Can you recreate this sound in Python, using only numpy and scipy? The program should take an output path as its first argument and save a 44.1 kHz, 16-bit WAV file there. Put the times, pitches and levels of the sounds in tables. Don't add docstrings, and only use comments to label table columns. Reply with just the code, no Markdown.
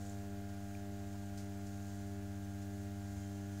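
import sys
import numpy as np
from scipy import signal
from scipy.fft import rfft, irfft
from scipy.io import wavfile

SR = 44100
rng = np.random.default_rng(int(sys.argv[2]) if len(sys.argv) > 2 else 0)


def master_out(mix):
    frames = np.transpose(np.atleast_2d(mix))
    ceiling = np.clip(frames, -1, 1)
    pcm = np.round(ceiling * 32767).astype(np.int16)
    wavfile.write(sys.argv[1], SR, pcm)


def volts(x):
    e = np.asarray(x, float) / 20
    return 10 ** e


N = 158760
TIME_S = np.arange(N) / SR


def evened(x):
    return x / np.sqrt(np.mean(x ** 2) + 1e-20)


def add(mix, start_s, sound):
    part = mix[round(start_s * SR):][:len(sound)]
    part += sound[:len(part)]


def resonate(x, hz, width_hz):
    carrier = np.exp(2j * np.pi * hz * np.arange(len(x)) / SR)
    pole = np.exp(-np.pi * width_hz / SR)
    smooth = signal.lfilter([1 - pole], [1, -pole], x / carrier)
    return 2 * (carrier * smooth).real


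def band(x, hz, width_hz):
    return evened(resonate(resonate(x, hz, width_hz), hz, width_hz))


def decay(u_s, db, t60_s, rise_s):
    return volts(db - 60 * u_s / t60_s) * np.minimum(u_s / rise_s, 1)


def wander(top_hz):
    t = np.arange(0, N + 256, 256) / SR
    hz = np.geomspace(top_hz / 20, top_hz, num=16)[:, None]
    drift = np.sin(2 * np.pi * (hz * t + rng.random(hz.shape))).sum(0)
    return np.interp(TIME_S, t, evened(drift))


WHEEL_TURN_S, WHEEL_TOP_S = .62, .3


def wheel():
    return np.cos(2 * np.pi * (TIME_S - WHEEL_TOP_S) / WHEEL_TURN_S)


HUM_HZ, HUM_DB = 99.881, -45.5
FLUTTER_DB, FLUTTER_TURNS = .3, .002
SETTLE_ORDER, SETTLE_DB, SETTLE_S = 5, 14, 0.46
# (multiple of hum [1], level [dB])
HUM_ORDERS = [(1, 1), (2, -1), (3, -4.5), (4, -12.5), (5, -31), (6, -15.5), (7, -13), (8, -19), (9, -33),
              (10, -44), (11, -36), (12, -34), (13, -34), (14, -26), (15, -31), (16, -23), (17, -26),
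              (18, -35), (19, -32), (20, -34), (21, -37), (22, -44), (23, -42), (24, -38), (25, -42),
              (26, -43), (27, -42), (28, -41), (29, -41), (34, -44)]
# (multiple of hum [1], sway per wheel turn [dB], creep [dB/s])
HUM_SWAY = [(1, -0.1, 0.9), (2, 0.26, 0.18), (3, 0.57, 0.55), (4, 3, -0.36), (6, 1, -0.7), (7, -0.2, -1.34),
            (8, -0.1, -0.1), (16, -1.7, -0.2), (17, 1.5, 0.5)]
# (first multiple [1], last multiple [1], delay [ms], lag [turns])
HUM_PARTS = [(1, 3, 4.9, -.31), (4, 5, 6.25, .67), (6, 10, 5.3, .635), (14, 17, .4, .39)]


def hum():
    turn, out = wheel(), np.zeros(N)
    sway = {k: (deep_db, creep) for k, deep_db, creep in HUM_SWAY}
    shake_turns = FLUTTER_TURNS * wander(12)
    for k, db in HUM_ORDERS:
        delay_ms, lag = 0, rng.random()
        for first, last, part_ms, part_lag in HUM_PARTS:
            if first <= k <= last:
                delay_ms, lag = part_ms, part_lag
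        deep_db, creep = sway.get(k, (0, 0))
        level_db = HUM_DB + db + deep_db * turn + creep * (TIME_S - TIME_S.mean())
        level_db = level_db + FLUTTER_DB * np.log(k + .5) * wander(8)
        if k == SETTLE_ORDER:
            level_db = level_db + SETTLE_DB * np.exp(-TIME_S / SETTLE_S)
        turns = k * (HUM_HZ * (TIME_S - delay_ms / 1000) + shake_turns) + lag
        out += volts(level_db) * np.cos(2 * np.pi * turns)
    return out


DRONE_HZ, DRONE_SWAY_DB = 83.7, 1.5
THUMP_RISE_S, THUMP_T60_S = .03, .6
# (time [s], level [dB])
DRONE_LOAD = [
    (0, -54.5),
    (.4, -56.5),
    (1.5, -59.5),
    (2.6, -55),
    (3.05, -57),
    (3.3, -80),
    (3.6, -74),
]
# (frequency [Hz], width [Hz], level [dB])
RUMBLE_BANDS = [(57.4, 10, -67), (75, 7.4, -69), (122.4, 6.9, -74)]
# (time [s], level [dB], frequency [Hz])
FRAME_KNOCKS = [
    (0.128, -49, 105),
    (.17, -53, 54.6),
    (.92, -64, 55.5),
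    (1.93, -65, 107),
    (2.17, -56, 60),
    (3.085, -45, 73),
    (3.14, -44, 77.3),
]


def frame():
    level_db = np.interp(TIME_S, *np.transpose(DRONE_LOAD))
    level_db = level_db + DRONE_SWAY_DB * np.roll(wheel(), round(.1 * SR)) + 0.35 * wander(8.7)
    turns = DRONE_HZ * TIME_S - .42 + 0.0067 * wander(1.8)
    out = np.sqrt(2) * volts(level_db) * np.cos(2 * np.pi * turns)
    for hz, width_hz, db in RUMBLE_BANDS:
        out += volts(db) * band(rng.standard_normal(N), hz, width_hz)
    u_s = TIME_S[:SR // 2]
    rise = np.minimum(u_s / THUMP_RISE_S, 1) ** 2
    for start_s, db, hz in FRAME_KNOCKS:
        add(out, start_s, volts(db - 60 * u_s / THUMP_T60_S) * rise * np.sin(2 * np.pi * hz * u_s))
    return out


# (frequency [Hz], width [Hz], level [dB])
SHELL_MODES = [(573, 90, -77.5), (687, 250, -75.5), (923, 150, -82.5), (1433, 65, -79), (1740, 820, -77),
               (2100, 38, -82.5)]
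# (frequency [Hz], width [Hz], level [dB])
BEARING_WHINE = (3200, 110, -88)


def housing():
    pulse = 1 + 0.58 * np.cos(2 * np.pi * HUM_HZ * TIME_S)
    out = np.zeros(N)
    for hz, width_hz, db in [*SHELL_MODES, BEARING_WHINE]:
        out += volts(db + 0.69 * wander(5.8)) * band(pulse * rng.standard_normal(N), hz, width_hz)
    return out


GRAINS_PER_S, GRAIN_SPREAD_DB = 5000, 2
PRESS_DB, PRESS_SWING = -66, 1.6
# (time [s], level [dB])
SPONGE_PRESSURE = [(0, -64), (.1, -64.5), (.16, -66), (.3, -68), (.46, -67.5), (.75, -66), (.9, -67.5),
                   (1.25, -66), (1.45, -67), (1.56, -66.5), (1.95, -65), (2.25, -67.5), (2.62, -66.5),
                   (2.95, -66.5), (3.25, -65), (3.5, -66.5), (3.6, -64)]
# (frequency [Hz], width [Hz], level [dB])
WET_BANDS = [(6600, 2500, 14.5), (4880, 3000, 7), (8500, 2200, -2.5)]


def sponge():
    size, chance, side = rng.random((3, N))
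    grains = volts(-GRAIN_SPREAD_DB * np.log(size + 1e-4)) * (chance < GRAINS_PER_S / SR) * np.sign(side - .5)
    grains += 0.39 * rng.standard_normal(N)
    time_s, db = np.transpose(SPONGE_PRESSURE)
    swing_db = PRESS_SWING * np.interp(TIME_S, time_s, db - db.mean())
    press = volts(PRESS_DB + swing_db + .6 * wander(40))
    hiss = sum(volts(wet_db) * band(grains, hz, width_hz) for hz, width_hz, wet_db in WET_BANDS)
    return press * evened(hiss)


SCUFF_T60_S = .2
# (time [s], level [dB], frequency [Hz], decay T60 [s])
GRIT_TICKS = [
    (0.068, -40, 6900, 0.0074),
    (.096, -41, 7060, .008),
    (.750, -43, 2400, 0.013),
    (.7502, -60, 2920, .008),
    (1.374, -48, 6200, .01),
    (1.381, -39, 4970, 0.0056),
    (1.828, -43, 6600, .006),
]
# (time [s], level [dB], frequency [Hz], width [Hz])
GRIT_SCUFFS = [
    (1.374, -56, 6200, 7000),
    (1.385, -61, 5500, 3500),
    (1.405, -63, 6500, 3000),
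    (.005, -66, 6500, 2000),
    (.06, -63, 7200, 2500),
    (.095, -63, 7000, 2500),
    (.488, -64, 6000, 3500),
    (1.665, -62, 6200, 3000),
    (1.89, -65, 6500, 2500),
    (2.62, -66, 6000, 5000),
]


def grit():
    out, u_s = np.zeros(N), np.arange(SR // 4) / SR
    for start_s, db, hz, t60_s in GRIT_TICKS:
        add(out, start_s, decay(u_s, db, t60_s, 0.0011) * np.sin(2 * np.pi * hz * u_s))
    for start_s, db, hz, width_hz in GRIT_SCUFFS:
        rub = rng.standard_normal(len(u_s)) * volts(2.5 * rng.exponential(size=len(u_s)))
        add(out, start_s, decay(u_s, db, SCUFF_T60_S, 0.001) * band(rub, hz, width_hz))
    return out


TAP_T60_S, SQUEAK_HZ = .07, 3174
# (time [s], level [dB], frequency [Hz])
PAN_DROPS = [
    (1.035, -60, 550),
    (1.143, -53, 720),
    (1.145, -62, 990),
    (1.147, -60, 1300),
    (1.229, -61, 900),
    (1.322, -57, 600),
]
# (time [s], length [s], level [dB])
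PAN_SQUEAKS = [
    (1.3, .12, -78),
    (3.2, .11, -75),
    (3.32, .07, -76),
    (3.46, .14, -78),
]


def pan():
    out, u_s, waver = np.zeros(N), np.arange(SR // 5) / SR, wander(30)
    for start_s, db, hz in PAN_DROPS:
        add(out, start_s, decay(u_s, db, TAP_T60_S, 0.0032) * np.sin(2 * np.pi * hz * u_s))
    for start_s, length_s, db in PAN_SQUEAKS:
        hz = SQUEAK_HZ + 25 * waver[round(start_s * SR) - len(u_s):][:len(u_s)]
        swell = np.sqrt(2 * abs(np.sin(np.pi * np.minimum(u_s / length_s, 1))))
        add(out, start_s, volts(db) * swell * np.sin(2 * np.pi * np.cumsum(hz) / SR))
    return out


ROOM_T60_S, ROOM_DB = .12, -5


def room(x):
    at = np.arange(60, SR // 4, 20)
    taps = np.zeros(SR // 4 + 20)
    signs = rng.choice([-1., 1.], len(at))
    taps[at + rng.integers(0, 20, len(at))] = signs * volts(-60 * at / SR / ROOM_T60_S)
    taps *= volts(ROOM_DB) / np.linalg.norm(taps)
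    taps[0] = 1
    return signal.fftconvolve(x, taps / np.linalg.norm(taps))[:N]


AIR_DB = -61
# (frequency [Hz], density [dB per Hz])
AIR_SPECTRUM = [(20, -9.5), (60, 12.5), (160, 3.5), (350, -0.5), (1000, -7), (3000, -9), (9000, -17),
                (16000, -13.5)]


def air():
    bin_hz = np.fft.rfftfreq(N, 1 / SR)
    hz, db = np.transpose(AIR_SPECTRUM)
    gain = volts(np.interp(np.log(bin_hz + 1), np.log(hz), db))
    return volts(AIR_DB) * evened(irfft(rfft(rng.standard_normal(N)) * gain, N))


def scene():
    machine = hum() + frame()
    details = pan() + grit()
    return (machine + details + room(housing() + sponge()) + air())[None]


def band_limit(x):
    return signal.sosfilt(signal.butter(12, 15890, fs=SR, output="sos"), x)


EDGE_HZ, OFFSET = 15730, -.0012
STARVED_WIDTH_HZ, STARVED_SHARE = 300, .11
STARVED_BANDS_HZ = (11500, 13100, 13800, 14600)


def record(dry):
    edge = signal.firwin(1023, EDGE_HZ, window=("kaiser", 8), fs=SR)
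    limited = signal.oaconvolve(dry, edge[None], "same")
    hz, _, z = signal.stft(limited, SR, nperseg=1024, noverlap=512)
    for centre_hz in STARVED_BANDS_HZ:
        share = STARVED_SHARE * (centre_hz / STARVED_BANDS_HZ[-1]) ** 6
        off = np.repeat(rng.random(z.shape[-1]) < share, 2)[:z.shape[-1]]
        z = z * (1 - .95 * np.outer(abs(hz - centre_hz) < STARVED_WIDTH_HZ, off))
    mix = signal.istft(z, SR, nperseg=1024, noverlap=512)[1][:, :N] + OFFSET
    return band_limit(mix)


dry = scene()
out = record(dry)
master_out(out)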